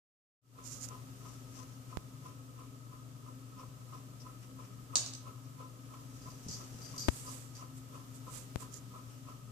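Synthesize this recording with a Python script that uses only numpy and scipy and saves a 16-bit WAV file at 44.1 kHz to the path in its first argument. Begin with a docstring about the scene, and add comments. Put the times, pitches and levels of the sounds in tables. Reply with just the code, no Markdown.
"""A room with curtains and a wooden floor, heard through a hand-held camera's two microphones.
A fan hums throughout and whirs once a turn as its rotor rubs. A cat noses along the curtains,
then trots off over the boards, each stride shaking the pellet in its collar bell. Midway, out in
the room, something small and hard snaps and bounces. Right beside the microphones fingers rub
the case, and now and then static pops in one channel."""
import sys
import numpy as np
from scipy import signal
from scipy.fft import rfft, irfft
from scipy.io import wavfile

SR = 44100
rng = np.random.default_rng(int(sys.argv[2]) if len(sys.argv) > 2 else 0)


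def waveform_to_disk(signal):
    """Save audio, clipped to [-1, 1], as 16-bit WAV at the path in sys.argv[1]."""
    frames = np.transpose(np.atleast_2d(signal))
    scaled = np.clip(frames, -1, 1) * 32767
    samples = np.round(scaled).astype(np.int16)
    wavfile.write(sys.argv[1], SR, samples)


N = 419391
T = np.arange(N) / SR
HZ = np.fft.rfftfreq(N, 1 / SR)

# Table levels are ahead of each source's own gain; pan is left microphone minus right.
# likeness of the room noise at the two microphones: (frequency [Hz], coherence [0-1])
MIC_COHERENCE = [(60, .1), (130, 0.91), (480, 1), (640, 0.43), (1400, 0.16), (7000, .02)]
# its balance between them: (frequency [Hz], pan [dB])
MIC_BALANCE = [(60, 7), (110, 10), (200, -2.5), (380, 1), (700, 0), (1290, 1.5), (2380, 2.5), (4400, 2.5),
               (8120, -3.5), (15000, 1.5)]
# the room's decay: (frequency [Hz], t60 [s])
ROOM_DECAY = [(200, 0.39), (2000, 0.72), (5500, 0.33), (8000, 0.31), (13000, 0.61)]

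# still air and fan wash: (frequency [Hz], density [dB per Hz])
AIR_SPECTRUM = [(20, -98), (50, -85), (90, -86.5), (180, -88), (320, -91), (450, -94.5), (560, -95),
                (800, -99), (1500, -102), (2200, -105), (2900, -103), (3900, -105), (7400, -102),
                (9500, -107.5), (14500, -107)]
# the wash swells and sinks as the camera turns: (time [s], level [dB])
WASH_SWELL = [(.5, 2.5), (1.4, 2), (2.8, -1), (4.0, 0.5), (5.7, 0), (6.7, 4), (7.7, 1), (8.5, 3),
              (9.5, -0.5)]
# steady tones of the fan motor: (frequency [Hz], level [dB])
MOTOR_HUM = [(120, -53), (143.4, -66), (240, -70), (263.1, -64)]
# wavering tones around the hum: (frequency [Hz], width [Hz], level [dB])
MOTOR_WAVER = [(111.4, 6.8, -62.5), (130.9, 1.8, -63.5), (143.5, 7.3, -64), (191.2, 3.3, -70.5),
               (235, 11, -73.5), (260, 8, -63.5), (281.6, 4.4, -68.5), (314.7, 19, -75), (405, 12.6, -76),
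               (508, 3.2, -75), (615, 17, -78)]
# fan housing resonances: (frequency [Hz], width [Hz], idle level [dB], level a rub adds [dB])
HOUSING_MODES = [(1018, 16, -80, -55.5), (950, 77, -81, -69), (1098, 20, -79, -66), (1255, 51, -68, -58.5),
                 (1301, 28, -72, -72.5), (1324, 43, -88, -63), (520, 245, -77, -63)]
# how hard the rotor rubs: (time [s], level [dB])
RUB_LEVELS = [(.8, 3.5), (1.55, -3), (2.25, 0.5), (3.2, -5), (3.6, 2.5), (4.55, -2), (4.95, 3), (5.9, 2.5),
              (6.4, -1.5), (7.9, 2), (9.3, .5)]

# the thumb drags over the case: (peak time [s], swell [s], fade [s], level [dB], pan [dB])
THUMB_DRAGS = [(.665, 0.023, .03, -49, -15), (.725, 0.042, 0.062, -48.5, -14),
               (.842, 0.031, 0.019, -44.5, -13), (.888, .008, .008, -53.5, -10),
               (8.742, 0.018, 0.02, -54, -14), (8.774, 0.021, 0.015, -52.5, -11)]
# thumb on the case, close up: (frequency [Hz], level [dB])
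THUMB_SPECTRUM = [(200, -15), (700, -16.5), (1500, -12.5), (2400, -12.5), (3600, -12.5), (5300, -0.5),
                  (7200, 7), (8200, -5.5), (10000, -4), (11000, -17), (13000, -7.5), (14500, -22)]
# a finger catches on the case: (time [s], level [dB], pan [dB])
FINGER_CATCHES = [(.843, -24, -8), (.8874, -26.5, -10), (8.742, -23.5, -12)]
# the palm slides on the camera: (peak time [s], swell [s], fade [s], level [dB], pan [dB])
PALM_SLIDES = [(7.17, 0.084, 0.12, -51, -5), (7.325, 0.065, 0.11, -52, -10), (7.78, 0.023, .018, -59, -6),
               (8.154, 0.011, .025, -57.5, -10), (8.365, 0.05, 0.056, -50.5, -16),
               (8.615, .022, 0.032, -53.5, -15)]
# palm on the case, close up: (frequency [Hz], level [dB])
PALM_SPECTRUM = [(200, 4), (700, -4.5), (2000, -5.5), (3800, -6), (5500, -2.5), (7600, 6), (9500, 0),
                 (11000, -3.5), (14500, -10.5)]

# the cat pushes along the cloth: (peak time [s], swell [s], fade [s], level [dB], pan [dB])
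CLOTH_PUSHES = [(.92, .03, .12, -71, -1), (1.29, .1, 0.13, -64.5, 9), (1.59, 0.068, 0.041, -58.5, 11),
                (1.72, .06, .06, -70, -1), (6.3, .25, .15, -65, -1), (6.53, 0.1, 0.14, -56, 1),
                (6.86, 0.12, 0.15, -56.5, 4), (7.03, 0.087, 0.092, -55, 1), (7.572, .025, 0.043, -57.5, -5),
                (7.96, .025, .07, -67, -1)]
# curtain rustle: (frequency [Hz], level [dB])
CLOTH_SPECTRUM = [(150, 4), (500, -1.5), (1000, -7), (2500, -8), (4000, -10.5), (5900, 3), (7500, -3),
                  (9000, -11), (11000, -11.5), (14500, -33)]
# claws skid on the varnish: (peak time [s], swell [s], fade [s], level [dB], pan [dB])
CLAW_SKIDS = [(3.6, .015, .03, -64, 6), (3.95, .02, .035, -67, 4), (4.212, 0.012, .022, -57.5, 7),
              (5.45, .02, .035, -67, 3)]
# scratched varnish: (frequency [Hz], level [dB])
SKID_SPECTRUM = [(1000, -22), (4300, -13), (5200, 4), (6000, 3), (6900, -11), (9000, -20)]

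# rotor scrapes and light scuffs: (peak time [s], swell [s], fade [s], level [dB], pan [dB])
FAINT_BRUSHES = [(1.905, .015, .03, -65, 3), (2.262, .04, .07, -64, 3), (2.62, .06, .1, -70, 3),
                 (3.963, .04, .05, -68, 3), (4.435, .02, .03, -62, 3), (4.63, .04, .1, -66.5, 3),
                 (5.856, .02, .03, -68, 3), (9.12, .05, .07, -65, 2), (9.295, 0.037, 0.085, -65, 2)]
# their brushing hiss: (frequency [Hz], level [dB])
BRUSH_SPECTRUM = [(300, -5), (1000, -8), (2000, -2), (2900, 0.5), (4000, -14), (5600, 1), (7300, -6),
                  (9000, -6), (14500, -21)]

# static in one microphone: (time [s], step height [dB], channel [0 left, 1 right])
STATIC_POPS = [(1.9719, -19, 1), (7.0847, -8.5, 0), (7.0879, -8, 0), (8.5589, -17.5, 0)]

# a small hard thing snaps and bounces: (time [s], level [dB], pan [dB], ping [Hz], ping share [gain])
SNAP_HITS = [(4.9556, -2, -3.5, 7400, .4), (4.9574, -9, 9, 4440, 0.25), (4.9591, -6.5, 11, 4630, 0.45),
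             (4.9686, -8, -5, 6700, 2.1), (4.9864, -20, -6, 6500, 0.54), (5.062, -18, -2, 8100, 0.34),
             (5.0755, -25, -3, 6540, 1), (5.136, -21, -1, 4700, 0.34), (5.1504, -25, -1, 6300, 1.2)]
# the crack of each hit: (frequency [Hz], level [dB])
SNAP_SPECTRUM = [(200, -15), (900, -11.5), (1550, -15), (2200, -17), (3000, -10), (3800, -2), (6000, 5),
                 (7000, -0.5), (8000, -1), (9000, -9.5), (10500, -31), (14000, -39)]
# the thing's thin ring: (frequency [Hz], level [dB], t60 [s])
SNAP_RING = [(3719, -39, .2), (4115, -36.5, .2), (5326, -38, .2), (6717, -39, .2), (7826, -31, .22),
             (11780, -43, .15), (11900, -41, .15), (12060, -42, .15)]

# each stride shakes the collar bell: (time [s], length [s], level [dB], clack [gain])
BELL_SHAKES = [(6.218, .01, -21, .9), (6.301, .01, -19.5, .9), (6.486, .01, -12.5, 2.4),
               (6.511, .048, -11, 1.85), (6.819, .048, -11, .25), (6.979, .048, -2.5, 0.98),
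               (7.266, .035, -15, 1.1), (7.552, .02, -15.5, .6)]
# the bell's ring: (frequency [Hz], level [dB], t60 [s])
BELL_RING = [(4767, -0.5, .1), (4900, -22, .059), (6340, -15, .044), (11560, -11, .035), (11850, -14, .035)]
# the pellet's dry clack: (frequency [Hz], level [dB])
CLACK_SPECTRUM = [(500, -18), (2500, -32), (4200, -6.5), (5000, 0.5), (6200, 5), (7500, -1), (9500, -20),
                  (14000, -32)]

# paws land on the boards: (time [s], level [dB])
PAW_FALLS = [(6.259, -7), (6.465, 1), (6.49, 1), (6.745, -3), (6.811, -9), (6.94, -8.5)]
# floorboard resonances: (frequency [Hz], level [dB], t60 [s])
BOARD_RING = [(86, -8, .12), (165, -3, 0.15), (218, 1, 0.11), (397, -11.5, 0.056)]


def amp(db):
    """Decibels to gain."""
    return 10 ** (np.asarray(db) / 20)


def unit(x):
    """Scales to an rms of one."""
    return x / np.sqrt(np.mean(x ** 2) + 1e-30)


def read(points, hz):
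    """Reads a table along a logarithmic frequency axis."""
    f, value = np.transpose(points)
    return np.interp(np.log(hz + 1), np.log(f), value)


def panned(db):
    """Left and right gains with a mean of one."""
    ratio = amp(np.atleast_1d(db))
    return 2 * np.array([ratio, np.ones_like(ratio)]) / (1 + ratio)


def add(mix, s, sound):
    """Mixes a sound in at time s."""
    part = mix[..., round(s * SR):][..., :sound.shape[-1]]
    part += sound[..., :part.shape[-1]]


def drift(hz):
    """Slow random motion up to about the given rate."""
    return unit(irfft(rfft(rng.standard_normal(N)) / (1 + (HZ / hz) ** 4), N))


def room_noise(gain, lag_samples=15):
    """Noise of a given spectrum, partly alike at the two microphones and a little late at the left."""
    shared, separate = rfft(rng.standard_normal((2, N)))
    coherence = np.clip(read(MIC_COHERENCE, HZ), 0, 1)
    left = shared * np.exp(-2j * np.pi * HZ * lag_samples / SR)
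    right = coherence * shared + np.sqrt(1 - coherence ** 2) * separate
    return irfft(np.array([left, right]) * gain * panned(read(MIC_BALANCE, HZ)), N)


def resonance(hz, width):
    """Noise ringing in one steep-sided resonance."""
    return unit(room_noise(1 / (1 + ((HZ - hz) / (0.71 * width)) ** 2)))


def click(spectrum, size=2048):
    """A minimum-phase impulse of the given spectrum and unit energy."""
    hz = abs(np.fft.fftfreq(size, 1 / SR))
    log_gain = np.log(amp(read(spectrum, hz)))
    impulse = np.fft.ifft(np.exp(np.conj(signal.hilbert(log_gain)))).real[:size // 2]
    return impulse / np.linalg.norm(impulse)


def ring(modes):
    """Dying sines of a struck object."""
    t = np.arange(SR // 2) / SR
    return sum(amp(db) * np.exp(-np.log(1000) * t / t60) * np.sin(2 * np.pi * hz * t)
               for hz, db, t60 in modes)


def burst(decay_s):
    """A short puff of contact noise with unit energy in each channel."""
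    t = np.arange(SR // 20) / SR
    puff = rng.standard_normal((2, len(t))) * np.exp(-t / decay_s)
    return puff / np.linalg.norm(puff, axis=1, keepdims=True)


def convolve(x, h):
    """Filters both channels."""
    return signal.oaconvolve(np.atleast_2d(x), np.atleast_2d(h), axes=1)[:, :N]


def room(x, wet_db):
    """Sound from out in the room: the direct path and a diffuse tail that dies by band."""
    hz, t, bands = signal.stft(rng.standard_normal((2, SR)), SR, nperseg=256)
    decay = np.exp(-np.log(1000) * t / read(ROOM_DECAY, hz)[:, None])
    tail = signal.istft(bands * decay, SR)[1]
    response = amp(wet_db) * tail / np.linalg.norm(tail[0])
    response[:, 0] += 1
    return convolve(x, response)


def fan(rise_s=0.018, hold_s=0.008, fall_s=0.039, wash_throb=0.21):
    """Motor hum and air wash; each turn a rub swells the housing's resonances and scrapes faintly."""
    rubs = rotor_rubs()
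    rub = sum(amp(db) * np.exp(-np.maximum((s - T) / rise_s, (T - s - hold_s) / fall_s).clip(0))
              for s, db in rubs)
    wash = room_noise(amp(read(AIR_SPECTRUM, HZ)) * np.sqrt(SR / 2))
    wash *= amp(np.interp(T, *np.transpose(WASH_SWELL))) * (1 + wash_throb * rub)
    hum = sum(amp(db) * np.sqrt(2) * np.sin(2 * np.pi * hz * T + 0.34 * drift(hz=0.93))
              for hz, db in MOTOR_HUM)
    wavering = sum(amp(db) * resonance(hz, width) for hz, width, db in MOTOR_WAVER)
    whir = sum(resonance(hz, width) * np.hypot(amp(idle_db), amp(rub_db) * rub)
               for hz, width, idle_db, rub_db in HOUSING_MODES)
    flutter = amp(2 * drift(hz=70))
    scrape = amp(-71) * rub * resonance(hz=2590, width=1000)
    return wash + hum * panned(6.8) + wavering + whir * flutter + scrape + housing_ticks(rubs)


def rotor_rubs(first_s=0.588, turn_s=0.3345, scatter_db=0.26):
    """The rotor rubs once a turn, a little harder or softer each time: (time [s], level [dB])."""
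    times = np.arange(first_s, T[-1], turn_s)
    levels = np.interp(times, *np.transpose(RUB_LEVELS))
    return list(zip(times, levels - scatter_db * rng.standard_normal(len(times))))


def housing_ticks(rubs, hz=1130, length_s=0.01299):
    """Each rub starts with a dull tick of the fan housing."""
    ticks = np.zeros((2, N))
    t = np.arange(0, length_s, 1 / SR)
    for (s, db), detune in zip(rubs, rng.uniform(-0.063, 0.052, len(rubs))):
        tick = np.hanning(len(t)) * np.sin(2 * np.pi * hz * (1 + detune) * t)
        add(ticks, s - length_s / 2, amp(db) * tick)
    return amp(-55) * room(ticks, wet_db=0)


def friction(strokes, spectrum, grain_db, flutter_db, roundness=1.4):
    """Thousands of tiny slips of uneven size under strokes that swell to a peak and fade."""
    power = np.zeros((2, N))
    for s, swell, fade, db, pan_db in strokes:
        t = np.arange(max(s - 4 * swell, 0), s + 4 * fade, 1 / SR)
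        arch = np.exp(-np.maximum((s - t) / swell, (t - s) / fade) ** roundness)
        add(power, t[0], (amp(db) * panned(pan_db) * arch) ** 2)
    slips = rng.standard_normal((2, N)) * amp(grain_db * np.minimum(rng.exponential(1, N), 5))
    flutter = amp(flutter_db * drift(hz=47))
    return convolve(unit(slips * flutter) * np.sqrt(power), click(spectrum))


def fingers():
    """Handling noise: skin slides and catches on the case, right beside the microphones."""
    catches = np.zeros((2, N))
    for s, db, pan_db in FINGER_CATCHES:
        add(catches, s, amp(db) * panned(pan_db) * burst(decay_s=0.0014))
    palm = friction(PALM_SLIDES, PALM_SPECTRUM, grain_db=3.5, flutter_db=0)
    thumb = friction(THUMB_DRAGS, THUMB_SPECTRUM, grain_db=4, flutter_db=1.1)
    return amp(2.5) * palm + amp(1.5) * thumb + convolve(catches, click(THUMB_SPECTRUM))


def cat_at_curtains():
    """The cat brushes through the hanging cloth and skids briefly on its claws."""
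    cloth = friction(CLOTH_PUSHES, CLOTH_SPECTRUM, grain_db=4.5, flutter_db=2)
    skids = friction(CLAW_SKIDS, SKID_SPECTRUM, grain_db=3.5, flutter_db=3)
    return amp(3.5) * cloth + skids


def faint_brushes():
    """Faint brushing hisses: the fan rotor's scrape on some turns, and a few light scuffs between."""
    return amp(1) * friction(FAINT_BRUSHES, BRUSH_SPECTRUM, grain_db=3, flutter_db=1.5)


def microphone_pops(low_hz=72, top_hz=11000):
    """A sudden step of charge leaks away through one microphone's bass filter."""
    steps = np.zeros((2, N))
    for s, db, channel in STATIC_POPS:
        steps[round(channel)] += amp(db) * (T >= s)
    leaked = signal.sosfilt(signal.butter(3, low_hz, "high", fs=SR, output="sos"), steps)
    return signal.sosfilt(signal.butter(2, top_hz, fs=SR, output="sos"), leaked)


def snaps(ping_s=0.0028):
    """A small hard thing knocks and bounces with a crack, a ping and a thin ring; the room answers."""
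    blows, cracks, pings = np.zeros((3, 2, N))
    t = np.arange(0, ping_s, 1 / SR)
    for s, db, pan_db, hz, share in SNAP_HITS:
        force = amp(db) * panned(pan_db)
        contact = 0.94 * burst(decay_s=0.0032)
        contact[:, 0] += 0.45  # sharp leading edge
        ping = np.hanning(len(t)) * np.sin(2 * np.pi * (hz * t + rng.random((2, 1))))
        add(blows, s, force)
        add(cracks, s, force * contact)
        add(pings, s, force * share * ping / np.linalg.norm(ping))
    ringing = amp(-16) * convolve(blows, ring(SNAP_RING))
    direct = convolve(cracks, click(SNAP_SPECTRUM)) + pings + ringing
    return amp(1) * room(direct, wet_db=-0.5)


def collar_bell(gap_s=0.0135, jitter_s=0.002, settle_s=0.048):
    """In each shake the pellet rings the small bell at a loose beat, clacking less as it settles."""
    blows, clacks = np.zeros((2, 2, N))
    for s, length, db, clack in BELL_SHAKES:
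        for age in np.arange(0, length, gap_s):
            when = s + age + jitter_s * rng.uniform(-1, 1)
            add(blows, when, amp([db]))
            add(clacks, when, clack * np.exp(-age / settle_s) * amp(db) * burst(decay_s=0.012))
    tone = amp(-40) * convolve(blows, ring(BELL_RING))
    rattle = amp(-13) * convolve(clacks, click(CLACK_SPECTRUM))
    return room(tone, wet_db=1.5) + room(rattle, wet_db=2.5)


def paws():
    """Soft pads thud on the floorboards, a little left of centre."""
    blows = np.zeros((2, N))
    for s, db in PAW_FALLS:
        add(blows, s, amp([db]) * panned(2.1))
    return amp(-44) * room(convolve(blows, ring(BOARD_RING)), wet_db=-4)


def scene():
    """Everything in the room and on the camera, as it reaches the microphone pair."""
    return (fan() + fingers() + cat_at_curtains() + faint_brushes()
            + microphone_pops() + snaps() + collar_bell() + paws())


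def record(dry, edge_hz=14700):
    """The camera starts muted, fades in and cuts the highest treble."""
    fade_in = np.interp(T, [.415, .5, .6, .72], [0, .22, .62, 1])
    lowpass = signal.firwin(511, edge_hz, window=("kaiser", 9), fs=SR)
    advanced = np.pad(dry * fade_in, ((0, 0), (0, 255)))[:, 255:]  # cancels the filter's delay
    return convolve(advanced, lowpass)


dry = scene()
out = record(dry)
waveform_to_disk(out)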